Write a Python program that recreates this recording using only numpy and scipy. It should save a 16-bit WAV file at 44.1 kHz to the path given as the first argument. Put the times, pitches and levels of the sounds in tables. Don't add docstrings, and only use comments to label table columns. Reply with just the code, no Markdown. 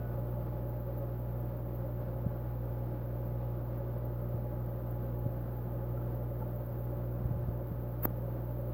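import sys
import numpy as np
from scipy import signal
from scipy.fft import rfft, irfft
from scipy.io import wavfile
from scipy.ndimage import uniform_filter1d

SR = 44100
rng = np.random.default_rng(int(sys.argv[2]) if len(sys.argv) > 2 else 0)


def store_pcm(level_fs):
    pcm = np.round(np.clip(level_fs, -1, 1) * 32767).astype(np.int16)
    wavfile.write(sys.argv[1], SR, np.atleast_2d(pcm).T)


N = 384993
TIME = np.arange(N) / SR
FREQS = np.fft.rfftfreq(N, 1 / SR)

# pitch_hz, relative_db
HISS_TONE = [(7000, -56), (9000, -44.5), (10200, -32), (11500, -18.5), (13000, -8), (14400, 1.5),
             (15800, -6)]


def from_db(db):
    return 10 ** (np.asarray(db) / 20)


def gains(points):
    hz, db = np.transpose(points)
    return from_db(np.interp(np.log(FREQS + 1), np.log(hz), db))


def over_time(points):
    return np.interp(TIME, *np.transpose(points))


def noise(gain):
    return irfft(rfft(rng.standard_normal(N)) * gain, N) * np.sqrt(SR / 2)


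def drift(rate_hz):
    wobble = noise(1 / (1 + (FREQS / rate_hz) ** 2))
    return (wobble - wobble.mean()) / wobble.std()


def ringing(resonances):
    peaks = (from_db(db) / (1 + 2 * ((FREQS - hz) / width) ** 2) for hz, width, db in resonances)
    return noise(np.sqrt(sum(peak ** 2 for peak in peaks)))


def blip(middle_s, half_length_s, hz, db, fall_hz_per_s=0):
    t = TIME - middle_s
    swell = np.exp(-2 * (t / half_length_s) ** 2)
    cycles = hz * t - fall_hz_per_s * t ** 2 / 2 + rng.random()
    return from_db(db) * np.sqrt(2) * swell * np.sin(2 * np.pi * cycles)


def keep_side(x, hz, side, order=2):
    return signal.sosfilt(signal.butter(order, hz, side, fs=SR, output="sos"), x)


def push(length_s):
    return np.sin(np.pi * np.minimum(TIME[:SR // 10] / length_s, 1)) ** 2


def play(events, shape):
    hits = np.zeros(N)
    for start_s, db in events:
        hits[round(start_s * SR)] += from_db(db)
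    return signal.oaconvolve(hits, shape / np.abs(shape).max())[:N]


def pump(mains_hz=59.993, waver_db=0.68, upper_waver_db=2.0, buzz_waver_db=1.5, fade_db_per_s=0.45):
    # mains_multiple, level_db
    hum_tones = [(1, -43), (2, -38.5), (3, -53.0), (4, -57), (6, -55), (7, -66), (8, -60.5), (9, -63),
                 (10, -65), (11, -72.5), (12, -71), (13, -75.5), (14, -63), (16, -75), (19, -76), (20, -76),
                 (21, -73.5), (23, -78), (24, -90), (26, -94.5)]
    hum, load = np.zeros(N), drift(1.7)
    for (multiple, db), phase in zip(hum_tones, rng.uniform(0, 2 * np.pi, len(hum_tones))):
        sway_db = waver_db * load + upper_waver_db * multiple / 20 * drift(2.5)
        if multiple == 14:
            sway_db += buzz_waver_db * drift(3) - fade_db_per_s * (TIME - TIME.mean())
        tone = np.sqrt(2) * np.sin(2 * np.pi * mains_hz * multiple * TIME + phase)
        hum += from_db(db + sway_db) * tone
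    return hum


def water(treble_hz=1800, rush_sway_db=0.65, ring_sway_db=1.0):
    # pitch_hz, level_db (in a band 1 Hz wide)
    rush_tone = [(15, -80), (45, -81), (120, -71), (200, -71.5), (265, -78.5), (480, -77.5), (760, -85),
                 (1050, -87.5), (1500, -94), (1750, -99), (2600, -109), (5200, -119), (8200, -136),
                 (16000, -145)]
    # time_s, relative_db
    treble_levels = [(0, 1), (2.8, 0.8), (3.3, 2), (4.1, .4), (7.6, 0.05), (8.7, .8)]
    # pitch_hz, width_hz, level_db (in a band 1 Hz wide)
    tank_rings = [(309.8, 30, -71), (353, 26, -74), (699, 36, -81), (865, 48, -83), (1536, 27, -94.5)]
    low_share = 1 / (1 + (FREQS / treble_hz) ** 8)
    low = noise(gains(rush_tone) * np.sqrt(low_share))
    treble = noise(gains(rush_tone) * np.sqrt(1 - low_share)) * from_db(over_time(treble_levels))
    rush = (low + treble) * from_db(rush_sway_db * drift(11))
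    return rush + ringing(tank_rings) * from_db(ring_sway_db * drift(5.4))


def burble(sway_db=1.3, sway_hz=6):
    # pitch_hz, width_hz, relative_db
    hollow_rings = [(515.6, 15, -5), (546.7, 22, 1), (586.7, 24, 0)]
    # time_s, level_db
    churn_levels = [(0, -52), (.7, -49.3), (1.5, -51.5), (2.2, -49.8), (2.75, -53), (3.3, -49.7),
                    (4.3, -51), (5.0, -48.8), (5.4, -53), (5.95, -53.5), (6.6, -50), (7.7, -52),
                    (8.7, -50.3)]
    tone = ringing(hollow_rings)
    tone /= np.sqrt(uniform_filter1d(tone ** 2, size=SR // 8))
    return tone * from_db(over_time(churn_levels) + sway_db * drift(sway_hz))


def fizz(trim_db=-0.8, flutter_db=0.5, grain_db=1.5, spurts_per_s=26, rise_s=0.006):
    # time_s, level_db
    fizz_levels = [(0, -60.5), (2.2, -61), (3.6, -62), (5.2, -60.5), (6.8, -59.5), (7.3, -61.5),
                   (8.7, -59.5)]
    # start_s, peak_db (above the steady fizz)
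    flares = [(0.3067, 6), (0.9742, 6), (2.692, 3), (3.6446, 2), (4.0496, 6), (5.1856, 6), (5.566, 4),
              (6.4722, 2), (6.784, 2), (6.9646, 2)]
    steady = from_db(flutter_db * drift(35) + grain_db * drift(900))
    chance, size = rng.random(N), rng.standard_normal(N)
    spurt_db = -4.5 + 2.5 * np.minimum(size, 2)
    spurts = [(i / SR, spurt_db[i]) for i in np.flatnonzero(chance < spurts_per_s / SR)]
    t = TIME[:SR // 2]
    burst = t * np.exp(-t / rise_s)
    flicker = np.sqrt(steady ** 2 + play(spurts, burst) ** 2 + play(flares, burst) ** 2)
    hiss = noise(gains(HISS_TONE))
    return from_db(trim_db + over_time(fizz_levels)) * flicker * hiss / hiss.std()


def whistle():
    # middle_s, half_length_s, pitch_hz, level_db
    thin_tone = (.075, .12, 1477, -62.5)
    return blip(*thin_tone)


def glugs(half_length_s=0.017, pitch_hz=554.6):
    # middle_s, level_db
    bubbles = [(.178, -43), (.89, -40), (1.035, -43), (1.85, -44.5), (2.19, -44), (2.705, -48), (3.81, -43),
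               (4.048, -47), (5.25, -42.5), (5.75, -44), (5.835, -45), (5.95, -42), (6.32, -45),
               (6.935, -41.5), (8.24, -45), (8.6, -42.5)]
    return sum(blip(middle_s, half_length_s, pitch_hz, db) for middle_s, db in bubbles)


def thumps(spring_hz=70):
    # start_s, peak_db, contact_s
    touches = [(2.263, -21, 0.0056), (4.3427, -26, 0.0069), (5.2614, -23, 0.005), (6.709, -34, 0.0079),
               (7.2527, -25, 0.0085), (7.31, -25, 0.0071), (7.3641, -26.5, 0.0068), (7.427, -32, 0.01),
               (7.4843, -25, 0.006), (7.7142, -26.5, 0.0061), (7.7847, -36, 0.0076)]
    return sum(play([(start_s, db)], keep_side(push(contact_s), spring_hz, "high"))
               for start_s, db, contact_s in touches)


def plops(half_length_s=0.012, fall_hz_per_s=3500):
    # middle_s, pitch_hz, level_db
    pockets = [(5.978, 1350, -54), (6.02, 1290, -56.5), (6.426, 866, -45.5), (6.425, 1340, -55)]
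    return sum(blip(middle_s, half_length_s, hz, db, fall_hz_per_s) for middle_s, hz, db in pockets)


def strain_db(elapsed_s, full_db=-22.5, rise_db=14, rise_s=0.015):
    return full_db - rise_db * np.clip(1 - elapsed_s / rise_s, 0, 1)


def case_body(x, low_hz=150, high_hz=1500):
    return keep_side(keep_side(x, high_hz, "low", order=4), low_hz, "high")


def creak(start_s=8.022, end_s=8.0525, gap_s=0.0018, scatter_db=7, ring_hz=14400, ring_s=0.00022):
    # start_s, peak_db
    last_slips = [(8.052, -17), (8.0547, -17)]
    times = start_s + gap_s * np.cumsum(1 + rng.uniform(-.5, .5, size=60))
    weakening_db = scatter_db * (1 - np.minimum(rng.standard_normal(len(times)), 1))
    levels = strain_db(times - start_s) - weakening_db
    events = [(s, db) for s, db in zip(times, levels) if s < end_s] + last_slips
    t = TIME[:SR // 10]
    ring = (t / ring_s) ** 2 * np.exp(-2 * t / ring_s) * np.sin(2 * np.pi * ring_hz * t)
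    tick = keep_side(ring, 12500, "high", order=6)
    nudge = case_body(push(length_s=0.00026))
    slips = play(events, tick) - from_db(-19) * play(events, nudge)
    hiss, scrape = noise(gains(HISS_TONE)), case_body(noise(1))
    rubbing = hiss / hiss.std() + from_db(-8) * scrape / scrape.std()
    rubbing *= from_db(strain_db(TIME - start_s) - 16.5)
    return slips + rubbing * (TIME > start_s) * (TIME < end_s)


def pop(contact_s=0.00075, rebound_s=0.0031, rebound_db=-3, snap_db=-18.5):
    # start_s, peak_db
    release = [(8.0542, -16)]
    snap = keep_side(push(length_s=0.00008), 6800, "low", order=6)
    snap = from_db(snap_db) * keep_side(snap, 3100, "high")
    rebound = from_db(rebound_db) * keep_side(push(rebound_s), 30, "high", order=1)
    recoil = np.roll(snap + rebound, round(contact_s * SR / 2))
    return play(release, push(contact_s) - recoil)


def scene():
    tank = pump() + water() + burble() + glugs() + plops() + whistle() + fizz()
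    return (tank + thumps() + creak() + pop())[None]


def record(dry, cutoff_hz=15900):
    return signal.sosfilt(signal.ellip(12, .1, 80, cutoff_hz, fs=SR, output="sos"), dry)


dry = scene()
out = record(dry)
store_pcm(out)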